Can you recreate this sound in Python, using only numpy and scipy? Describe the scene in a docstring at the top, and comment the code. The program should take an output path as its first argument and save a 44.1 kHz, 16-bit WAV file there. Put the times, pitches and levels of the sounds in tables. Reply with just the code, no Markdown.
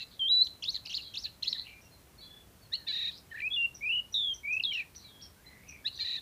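"""Caged songbird and yard birds

A caged songbird close to the microphone sings clear whistles, quick chattering warbles, a trill
and two-voiced buzzes: gliding sines roughened by random modulation, with rough scraps between.
Other birds whistle, call hoarsely and chip further off: fainter glides with decaying random echoes;
two short broadband clicks open chips. Beneath lie a low outdoor rumble and the hiss of a small
microphone, both shaped random spectra, and a faint steady ticking of short damped pulses."""
import sys
import numpy as np
from scipy import signal
from scipy.fft import rfft, irfft
from scipy.io import wavfile
from scipy.ndimage import uniform_filter1d

SR = 44100
rng = np.random.default_rng(int(sys.argv[2]) if len(sys.argv) > 2 else 0)


def invert_db(x):
    """Field ratio 10**(x/20) for x, a level in decibels (scalar or array-like)."""
    u = np.asarray(x, float) / 20
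    return 10 ** u


def put_to_file(sound):
    """Save the sound as 16-bit audio at rate SR, in the file named by the first command-line argument."""
    columns = np.atleast_2d(sound).T  # one column per channel
    safe = np.clip(columns, -1, 1)
    whole_steps = np.round(safe * 32767)
    wavfile.write(sys.argv[1], SR, whole_steps.astype(np.int16))


N = 273861

# throbbing two-voiced buzzes, the first already ending:
# start t/s, end t/s, strength/dB, pitch factor, throb period t/s
BUZZES = [(-.17, .045, -10.5, 1.07, .029), (2.865, 3.107, -0.5, 0.99, .0292),
          (5.986, 6.179, -1.5, 1.02, .0268)]


def evened(x):
    """Normalization: scales a signal to rms 1."""
    return x / np.sqrt(np.mean(abs(x) ** 2) + 1e-20)


def read(points, hz):
    """Linear interpolation of a curve on a log-frequency axis."""
    f, value = np.transpose(points)
    return np.interp(np.log(hz + 1), np.log(f + 1), value)


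def coloured(x, points):
    """Linear filtering: multiplies the spectrum by a gain curve in dB."""
    hz = np.fft.rfftfreq(len(x), 1 / SR)
    return irfft(rfft(x) * invert_db(read(points, hz)), len(x))


def waver(count, width):
    """Low-pass noise: random unsteadiness of rms 1 that holds for about width samples."""
    once = uniform_filter1d(rng.standard_normal(count), round(width))
    return evened(uniform_filter1d(once, round(width)))


def add(mix, s, sound):
    """Superposition: adds a sound at time s; what lies before zero is dropped."""
    at = round(s * SR)
    sound = sound[max(-at, 0):]
    part = mix[max(at, 0):][:len(sound)]
    part += sound[:len(part)]


def spread(rows):
    """Interpolated control curves: time, a 2 ms fade at both ends, and each column per sample."""
    s, *columns = np.transpose(rows)
    t = np.arange(s[0], s[-1], 1 / SR)
    fade = np.clip(np.minimum(t - t[0], t[-1] - t) / .002, 0, 1)
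    curves = (uniform_filter1d(np.interp(t, s, c), size=40, mode="nearest") for c in columns)
    return t, fade, *curves


def angle(hz):
    """Phase is the running integral of frequency."""
    return 2 * np.pi * np.cumsum(hz) / SR


def tone(phase, db):
    """A sinusoid's peak is the square root of two times its rms level."""
    return np.sqrt(2) * invert_db(db) * np.cos(phase)


def breaks(t):
    """Amplitude modulation: Gaussian level changes, mostly brief dips where the voice breaks off."""
    # centre t/s, width t/s, level change/dB
    pauses = [(.466, 0.0044, -22), (0.772, 0.0066, -14), (6.034, 0.012, -5), (3.092, 0.005, -2),
              (1.463, 0.0063, 0), (4.218, 0.032, -1.5), (4.258, .005, -3), (4.267, 0.0033, -2),
              (4.468, 0.0097, -6), (4.489, 0.0073, 0.5), (4.704, 0.0069, -9), (4.732, 0.0047, -13),
              (4.643, .006, 0), (.669, .008, -10), (0.702, 0.0017, 0), (0.742, 0.0071, -18),
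              (.751, 0.0049, -14), (.76, 0.007, -14), (0.948, 0.0026, -9), (0.954, 0.0024, -3),
              (1.175, 0.002, -2.5), (1.232, 0.0015, -16), (1.526, 0.0043, -8), (3.887, .008, -8),
              (4.561, 0.0081, -19), (4.767, 0.0028, -5), (4.79, 0.004, 0)]
    return sum(db * np.exp(-(2 * (t - s) / length) ** 2) for s, length, db in pauses)


def air():
    """Filtered Gaussian noise: rumble and hiss from random short-time spectra with drifting patches."""
    # spectral shape of rumble and hiss: f/Hz, relative density/dB
    spectrum = [(20, -49), (35, -14.5), (60, 2), (110, -3), (400, -13), (1300, -20), (4200, -24.5),
                (7300, -26.5), (16000, -26)]
    frames, hz = N // 1024 + 5, np.fft.rfftfreq(4096, 1 / SR)
    a, b, patches = rng.standard_normal((frames, 2049, 3)).T
    patches = uniform_filter1d(patches, size=60, axis=0)  # over frequency
    patches = evened(uniform_filter1d(patches, size=5, axis=1))  # over time
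    z = (a + 1j * b) * invert_db(read(spectrum, hz)[:, None] + 0.42 * patches)
    noise = signal.istft(z, nperseg=4096, noverlap=3072)[1][:N]
    return invert_db(-58.5) * evened(noise)


def throb(t):
    """A sawtooth clock: where the buzz throbs (1 or 0), and how far each throb has gone (0-1)."""
    held_s = .055  # a buzz opens on a held chord
    on, done = np.zeros(len(t)), np.zeros(len(t))
    for start, end, _, _, period in BUZZES:
        turns = (t - start - held_s) / period
        inside = (turns > 0) & (turns < (end - start - held_s) // period)
        on, done = on + inside, done + inside * (turns % 1)
    return on, done


def placed(shape, start, end, db, factor):
    """Scaling of a shared shape in time, strength and pitch; negative times count from the end."""
    s, hz, level_db, upper_db = np.transpose(shape)
    return np.c_[np.where(s < 0, end, start) + s, hz * factor, level_db + db, upper_db + db]


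def buzz(low, high):
    """Nonlinear mixing of two voices: a low one with strong octave, a high one, combination tones."""
    out = np.zeros(N)
    t, fade, hz, db, octave_db = spread(low)
    on, done = throb(t)
    # the pitch climbs, then snaps back; the octave breaks off at each snap
    climb = uniform_filter1d(on * (np.sin(2.22 * done) - .6), size=150)
    gap = uniform_filter1d(on * np.exp(-done / 0.13), size=90)
    a = angle(hz * (1 + 0.0916 * climb + 0.013 * waver(len(t), 100)))
    db = db - 8 * climb + 3 * waver(len(t), 150)
    octave_db = octave_db - 14 * gap + breaks(t)
    low_voice = tone(a, db) + tone(2 * a, octave_db)
    low_voice += tone(3 * a, db - 14) + tone(4 * a, octave_db - 43.5)
    add(out, t[0], fade * low_voice)

    u, fade, high_hz, db, sum_db = spread(high)
    shake = 0.011 + 0.068 * throb(u)[0]  # the high voice turns hoarse during the throbs
    a, b = np.interp(u, t, a), angle(high_hz * (1 + shake * waver(len(u), 90)))
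    mixed = tone(a + b, sum_db) + tone(2 * b, sum_db - 15)
    mixed += tone(2 * a + b, sum_db - 38) + tone(3 * a - b, sum_db - 20.5)
    add(out, u[0], fade * (tone(b, db) + mixed))
    return out


def buzzes():
    """Scaled repetition: rising chirps and throbbing buzzes share their two-voice shapes."""
    # rising chirp before a buzz: start t/s, strength/dB, pitch factor
    chirps = [(2.715, -2, 1.029), (5.841, -2.5, .97)]
    # low and high sides of a chirp: t/s from start, f/Hz, level/dB, octave or sum tone level/dB
    chirp_low = [(0, 1700, -54, -85), (.009, 1750, -49.5, -43.5), (.024, 2010, -52.5, -24),
                 (.034, 2040, -78, -33), (.042, 2180, -70, -31.5), (.053, 2080, -68, -54)]
    chirp_high = [(.025, 2594, -49, -84), (.039, 2886, -38, -96), (.054, 3130, -56, -86)]
    # both sides of a buzz: t/s from start (negative: from end), f/Hz, level/dB,
    # octave or sum tone level/dB
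    buzz_low = [(0, 1754, -59, -56), (.012, 1895, -50, -33.5), (.021, 1792, -57, -43),
                (.051, 1720, -56.5, -53.5), (.064, 1898, -53, -33.5), (-.012, 1874, -55, -33.5),
                (-.001, 1810, -60.5, -54)]
    buzz_high = [(.003, 2820, -47, -76), (.013, 2586, -55, -47), (.02, 2280, -48, -32.5),
                 (.047, 2270, -52.5, -32.5), (.061, 2670, -54, -54), (-.02, 2550, -49.5, -70),
                 (-.003, 2560, -53, -57)]
    out = np.zeros(N)
    for s, *row in chirps:
        out += buzz(placed(chirp_low, s, s, *row), placed(chirp_high, s, s, *row))
    for row in BUZZES:
        out += buzz(placed(buzz_low, *row[:4]), placed(buzz_high, *row[:4]))
    return out


def turbulence(voice):
    """Amplitude modulation by noise puts sidebands around each tone, which the throat filters."""
    # throat resonance applied to the sidebands: f/Hz, gain/dB
    throat = [(1000, -32.5), (1600, -17), (3500, -5.5), (4100, 9), (4700, -9), (5500, -15), (7000, -2.5),
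              (9000, -43)]
    # scratchy spells: start t/s, end t/s, modulation level ahead of the throat/dB
    hoarse = [(0, .06, -0.5), (0.447, .49, 1), (0.732, .8, -1), (0.827, 1.02, -4), (1.13, 1.3, -8),
              (1.406, 1.6, -5.5), (2.708, 2.826, -14.5), (2.881, 3.11, -10.5), (3.3, 3.427, -9.5),
              (4.719, 4.84, -9.5), (5.867, 5.896, -7.5), (5.98, 6.204, -8)]
    clear_db = -38  # modulation outside these spells
    shake_shape = [(0, -24.5), (300, 6.5), (700, 0), (1500, -8), (4000, -17.0), (9000, -62.5)]  # f/Hz, dB
    shake = evened(coloured(rng.standard_normal(N), shake_shape))
    t = np.arange(N) / SR
    rasp_db = clear_db + sum((db - clear_db) * ((t >= start) & (t < end)) for start, end, db in hoarse)
    return coloured(voice * shake * invert_db(uniform_filter1d(rasp_db, size=600)), throat)


def pip(start, length, db, from_hz, to_hz):
    """A linear glide under one arch: the course of a short note, 8 dB down at its ends."""
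    u = np.linspace(0, 1, num=9)
    return np.c_[start + length * u, from_hz + (to_hz - from_hz) * u, db - 8 * (2 * u - 1) ** 4]


def ticking():
    """Damped impulses: a faint dull tick at a steady pace, each of its own size."""
    # steady pace: first t/s, end t/s, spacing t/s
    ticks = (.0735, 3.9, .08)
    out, u = np.zeros(N), np.arange(200) / SR / .00025  # time in quarter milliseconds
    for s, size in zip(np.arange(*ticks), rng.random(100)):
        add(out, s, invert_db(-44 + 7 * size) * (1 - u / 3) * u * np.exp(-u))
    return out


def glide(start, length, db, from_hz, to_hz, fade_db, rise=0.18):
    """A shaped glide: gains 9 dB over the share rise of its length, while it fades ever faster."""
    u = np.linspace(0, 1, num=12)
    shape_db = -9 * np.clip(1 - u / rise, 0, 1) + fade_db * u ** 2
    return spread(np.c_[start + length * u, from_hz + (to_hz - from_hz) * u, db + shape_db])


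def smeared(row):
    """Fast random frequency and amplitude modulation smears a tone into a noisy band."""
    *course, shake_hz = row
    t, fade, hz, db = glide(*course, fade_db=-15.5, rise=0.53)
    a = angle(hz + shake_hz * waver(len(t), 40))
    return t[0], fade * tone(a, db + 4 * waver(len(t), 80))


def faint_notes():
    """Slow random modulation leaves far whistles tonal; fast modulation smears notes and clicks."""
    # far birds' short dying notes: start t/s, length t/s, level ahead of the mix/dB, from f/Hz, to f/Hz
    far_notes = [(2.19, 0.055, -70, 2230, 2270), (5.03, 0.067, -69.5, 2290, 2316),
                 (.078, 0.037, -72, 5050, 4500), (1.043, 0.11, -59, 3310, 3210),
                 (1.83, .06, -70, 2760, 2760), (1.912, 0.077, -66.5, 4240, 4070),
                 (2.175, 0.091, -57.5, 4320, 4560), (2.206, 0.063, -55, 3880, 4200),
                 (2.614, 0.054, -66, 4490, 4250), (5.033, 0.088, -58, 4140, 3540),
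                 (5.36, 0.097, -71, 1516, 1720), (5.456, 0.063, -59.5, 4070, 4100)]
    # far whistles held long: start t/s, length t/s, level ahead of the mix/dB, from f/Hz, to f/Hz
    far_held = [(2.215, 0.2, -59, 3428, 3433), (5.045, 0.222, -66, 3370, 3250)]
    # hoarse, smeared notes: far birds' calls, rough scraps between the near bird's notes,
    # and two short broadband clicks that open chips:
    # start t/s, length t/s, level ahead of the mix/dB, from f/Hz, to f/Hz, rms pitch shake f/Hz
    smears = [(0.111, 0.064, -54, 4130, 3800, 338), (0.871, 0.031, -44, 4490, 4290, 200),
              (1.0, .11, -46.5, 4200, 4120, 242), (1.536, 0.037, -39, 3900, 3725, 200),
              (1.567, 0.058, -39, 3996, 4315, 149), (1.642, 0.1, -54, 2725, 2790, 189),
              (1.424, 0.29, -63.5, 2025, 1970, 80), (1.668, 0.14, -55, 2343, 2380, 50),
              (2.769, 0.089, -61.5, 1950, 1700, 60), (3.104, 0.056, -48, 3864, 4100, 408),
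              (3.141, 0.056, -53.5, 4570, 4950, 440), (4.759, 0.082, -53.5, 1966, 1800, 90),
              (4.947, 0.018, -58, 3500, 4060, 800), (4.959, 0.143, -59.5, 4290, 4400, 216),
              (5.209, 0.012, -53, 3530, 4200, 700), (5.22, 0.051, -58, 4200, 4550, 260),
              (5.445, 0.206, -60, 2010, 2060, 119), (1.249, 0.041, -51.5, 2580, 2950, 150),
              (5.593, 0.11, -64, 2056, 2400, 120), (5.668, 0.15, -54, 2573, 2236, 100),
              (5.926, 0.078, -48, 4190, 4150, 303)]
    out = np.zeros(N)
    # fade over the note, and level of the tone an octave below, in dB
    for rows, fade_db, under_db in [(far_notes, -6, -29.5), (far_held, 0, -16)]:
        for row in rows:
            t, fade, hz, db = glide(*row, fade_db)
            a = angle(hz * (1 + 0.011 * waver(len(t), 120)))
            db = db + 3 * waver(len(t), 500)
            add(out, t[0], fade * (tone(a, db) + tone(a / 2, db + under_db)))
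    for row in smears:
        add(out, *smeared(row))
    return out


def whistle(rows, quavers=()):
    """Nearly sinusoidal phonation: the faint octave weakens further as the pitch rises."""
    t, fade, hz, db = spread(rows)
    for crest, period, depth_hz, dip_db, lag in quavers:
        turn = (t - crest) / period
        on = (t[0] < crest < t[-1]) * np.clip(2 * turn + 1.47, 0, 1)
        # sharp crests, round troughs
        hz = hz + on * depth_hz * (1.27 - 2 * abs(np.sin(np.pi * turn)))
        db = db - on * dip_db * (1.27 - 2 * abs(np.sin(np.pi * (turn - lag))))
    a = angle(hz * (1 + 0.0033 * waver(len(t), 200)))
    db = db + breaks(t) + 0.45 * waver(len(t), 250)
    octave_db = db - 37.5 - 8 * (hz / 3000) ** 2 + 4 * waver(len(t), 300)
    return t[0], fade * (tone(a, db) + tone(2 * a, octave_db) + tone(3 * a, db - 48.5))


def warble(rows, effort_db):
    """Resonance favours a fast, trembling sweep near 4 kHz and lifts its octave at low pitch."""
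    # throat gain on the tone: f/Hz, gain/dB
    favour = [(2200, -30.5), (2700, -14), (3400, -11.5), (3700, -10), (4000, 1), (4400, -3), (4800, -11),
              (5400, -14.5), (6300, -26.5)]
    # throat gain on the octave, by pitch: f/Hz, octave level against the tone/dB
    octave = [(2200, 24.5), (2600, -1.5), (3300, -18), (4000, -42.5), (6500, -8.5)]
    t, fade, hz = spread(rows)
    hz = uniform_filter1d(hz, size=100, mode="nearest")
    late = np.clip((t - t[0]) / .12, 0, 1)
    # with time the effort sags and the octave dies
    db = effort_db + read(favour, hz) + breaks(t) - 4.5 * late ** 4
    a = angle(hz * (1 + 0.029 * waver(len(t), 60)))
    tremble_db = 3 * waver(len(t), 64)
    octave_db = db + read(octave, hz) + tremble_db - 35 * late ** 3
    voice = tone(a, db + 0.45 * tremble_db) + tone(2 * a, octave_db) + tone(3 * a, db - 35)
    return t[0], fade * voice


def chips():
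    """Fast frequency modulation: another bird's chip rises a little, then falls below its pitch."""
    # short high chips: t/s, level ahead of the mix/dB, nominal f/Hz
    chip_rows = [(1.811, -52, 5550), (1.845, -51, 5550), (3.7443, -34, 5700), (4.1228, -35, 5600),
                 (4.3352, -32, 5830), (4.5223, -39, 5830), (4.7265, -38, 5410), (4.9537, -33.5, 5760),
                 (5.217, -33.5, 5370), (5.682, -34.5, 5770), (5.9554, -43, 5830)]
    out, u = np.zeros(N), np.linspace(0, 1, round(0.0103 * SR))
    for s, db, hz in chip_rows:
        sweep = angle(hz * (1.06 - 0.16 * abs(u - .35)))
        add(out, s, tone(sweep, db) * np.sin(np.pi * u) ** .5)
    return out


def trill():
    """Frequency modulation with a slowing flutter; the level dips near the bottom of each swing."""
    start_s, length_s, release_s = 4.141, 0.2, 0.012
    t = np.arange(0, length_s, 1 / SR)
    fade = np.clip(np.minimum(t / .002, (length_s - t) / release_s), 0, 1)
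    hz = np.linspace(3746, 3119, len(t))
    db = -29.5 - 4.5 * t / length_s + breaks(t + start_s)
    depth_hz = 170 * np.clip(1 - (t / 0.18) ** 1.3, 0, 1)  # shrinks to nothing
    s = t + .0065
    swing = 2 * np.pi * 113 * s * (1 - (s / .251) ** 2 / 3)  # from 113 Hz, slowing towards a stall
    a = angle(hz + depth_hz * np.cos(swing))
    db = db + depth_hz / 40 * (np.cos(swing - .3) - 0.61 * np.cos(2 * swing - .6))
    return start_s, fade * (tone(a, db) + tone(2 * a, db - 39.5) + tone(3 * a, db - 45))


def songbird():
    """Superposition of the near bird's pitched notes, then turbulence acting on their sum."""
    # clear whistles, one list each: t/s, f/Hz, level/dB
    whistles = [
        [(.193, 3300, -36), (.221, 3100, -28.5), (.275, 3175, -31), (.285, 3430, -27.5), (.29, 3670, -37.5),
         (.296, 3790, -26.5), (.321, 3945, -22), (.405, 3954, -23), (.424, 4038, -18.5), (.433, 4340, -29.5)],
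        [(3.418, 2400, -35), (3.426, 2302, -36), (3.48, 2593, -30), (3.487, 2550, -63)],
        [(3.503, 3320, -49), (3.515, 3340, -34), (3.532, 3385, -34), (3.538, 3693, -32.5), (3.545, 3340, -31.5),
         (3.556, 3500, -34.5), (3.564, 3350, -33.5), (3.57, 3420, -48)],
        [(3.562, 2890, -32.5), (3.579, 2800, -30), (3.655, 2751, -28), (3.675, 2880, -49.5)],
        [(3.808, 2193, -51.5), (3.835, 2370, -35), (3.888, 2550, -30.5), (3.895, 2636, -29.5),
         (3.94, 2944, -30), (4.0, 2880, -31.5), (4.006, 2930, -44)],
        [(4.432, 2226, -52), (4.456, 2240, -36), (4.507, 2455, -32.5), (4.55, 2576, -30), (4.562, 2525, -27),
         (4.58, 2630, -29), (4.586, 2620, -66)],
        [(4.628, 5050, -31), (4.633, 5400, -72), (4.638, 4080, -23.5), (4.644, 3300, -38.5), (4.653, 3870, -25),
         (4.665, 3345, -35), (4.7, 3250, -33), (4.72, 3060, -35.5), (4.765, 2760, -35), (4.81, 2440, -35),
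         (4.83, 2360, -51)],
    ]
    # quavering of a whistle: first crest t/s, period t/s, half swing f/Hz, half level swing/dB,
    # level lag/periods
    quavers = [(3.8325, .0316, 91.5, 1, -0.17), (4.457, .028, 60.4, 1.5, 0.36),
               (4.722, 0.023, 149, 2.5, 0.016)]
    # short pips and flicks: start t/s, length t/s, top level/dB, from f/Hz, to f/Hz
    pips = [(0, 0.032, -46.5, 2793, 2576), (.434, 0.006, -39, 4530, 4530), (0.733, 0.05, -57.5, 2324, 1685),
            (1.253, 0.026, -60, 1810, 1690), (1.526, .009, -30.5, 4240, 3580),
            (1.549, 0.021, -53.5, 1900, 1730), (3.304, .017, -60, 3040, 3030),
            (3.313, .024, -43.5, 1904, 1720), (3.341, 0.027, -42, 1613, 1960),
            (3.363, 0.015, -55, 2800, 2410), (3.371, 0.013, -42.5, 1640, 1930),
            (3.379, .009, -46, 2230, 2440), (3.385, 0.0098, -41.5, 1950, 1720),
            (3.391, 0.0065, -50, 2650, 3060), (3.396, 0.0073, -42, 1720, 1860),
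            (3.402, 0.0062, -34, 2410, 2610), (3.407, .011, -44.5, 1910, 2090),
            (4.597, 0.014, -29, 2950, 2520), (4.718, 0.015, -37, 2340, 2290),
            (6.166, .028, -52.5, 1840, 1745), (6.173, 0.021, -41.5, 3700, 3520)]
    # chattering warbles, one pitch path each: t/s, f/Hz
    warbles = [
        [(.443, 4740), (.448, 5810), (.459, 6150), (.466, 5400), (.47, 3950), (.478, 2925)],
        [(.623, 2750), (.63, 3446), (.641, 2063), (.655, 3400), (.675, 3650), (.689, 3936), (.697, 4450),
         (.704, 4435), (.711, 6120), (.724, 6455), (.736, 5910), (.746, 4224), (.76, 4410), (.768, 3800),
         (.778, 3306)],
        [(.852, 2710), (.86, 2304), (.869, 3130), (.877, 2240)],
        [(.894, 2700), (.9, 3123), (.909, 2670), (.915, 3400), (.933, 2570), (.946, 4110), (.96, 4690),
         (.964, 5260), (.968, 4260), (.975, 4280), (.981, 3040), (1.008, 2665)],
        [(1.138, 2550), (1.148, 3760), (1.159, 2620), (1.168, 3350), (1.177, 4250), (1.19, 5100), (1.199, 5530),
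         (1.218, 6500), (1.228, 5360), (1.234, 5830), (1.241, 4650), (1.252, 4180), (1.264, 3720),
         (1.272, 3560)],
        [(1.423, 2650), (1.431, 4520), (1.441, 2693), (1.449, 2485), (1.457, 3354), (1.468, 3350),
         (1.478, 4064), (1.492, 4360), (1.499, 5550), (1.511, 5080), (1.517, 5500), (1.532, 3680),
         (1.536, 2810)],
    ]
    # effort of each warble ahead of the throat gain: level/dB
    efforts = [-34, -26.5, -32, -30, -30.5, -30.5]
    out = buzzes()
    for row in pips:
        add(out, *whistle(pip(*row)))
    for rows in whistles:
        add(out, *whistle(rows, quavers))
    for rows, effort_db in zip(warbles, efforts):
        add(out, *warble(rows, effort_db))
    add(out, *trill())
    return out + turbulence(out)


def yard(x, delay=0.0098):
    """Reverberation as convolution: sparse echoes of random sign, each band with its own decay."""
    # reverberation time: f/Hz, t60 t/s
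    decay = [(3000, 0.21), (4200, 0.3), (6000, 0.17), (9000, 0.36)]
    taps = np.zeros(SR // 2)
    at = np.arange(round(delay * SR), len(taps) - 20, 20)
    taps[at + rng.integers(0, 20, len(at))] = rng.choice([-1., 1.], len(at))
    hz, t, z = signal.stft(taps, SR, nperseg=256)
    t60 = np.maximum(read(decay, hz), .02)[:, None]
    tail = signal.istft(z * invert_db(-60 * t / t60), SR, nperseg=256)[1]
    return signal.fftconvolve(x, tail / np.linalg.norm(tail))[:N]


def scene():
    """Direct-to-reverberant balance: near bird mostly direct, chips mostly echo,
    faint notes with clear echo, about half the amplitude of their direct sound."""
    # colour of the near bird's echo from cage and wall: f/Hz, gain/dB
    echo_colour = [(3000, 0), (4100, -1.5), (5000, 1), (7000, 8)]
    near, faint, chip = songbird(), faint_notes(), chips()
    echoes = invert_db(-12.5) * coloured(yard(near), echo_colour)
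    echoes += invert_db(-4.5) * yard(faint) + invert_db(-7) * yard(chip, delay=.002)
    direct = near + invert_db(2.0) * faint + invert_db(-19) * chip
    return (direct + echoes + air() + ticking())[None]


def top_cut(x):
    """Nothing passes above the cut-off."""
    return signal.sosfilt(signal.butter(12, 16600, fs=SR, output="sos"), x)


def record(dry):
    """Band limitation: a steep linear-phase low-pass at 15520 Hz."""
    edge = signal.firwin(1023, 15520, window=("kaiser", 9), fs=SR)
    mix = signal.oaconvolve(dry, edge[None], "same")
    return top_cut(mix)


dry = scene()
out = record(dry)
put_to_file(out)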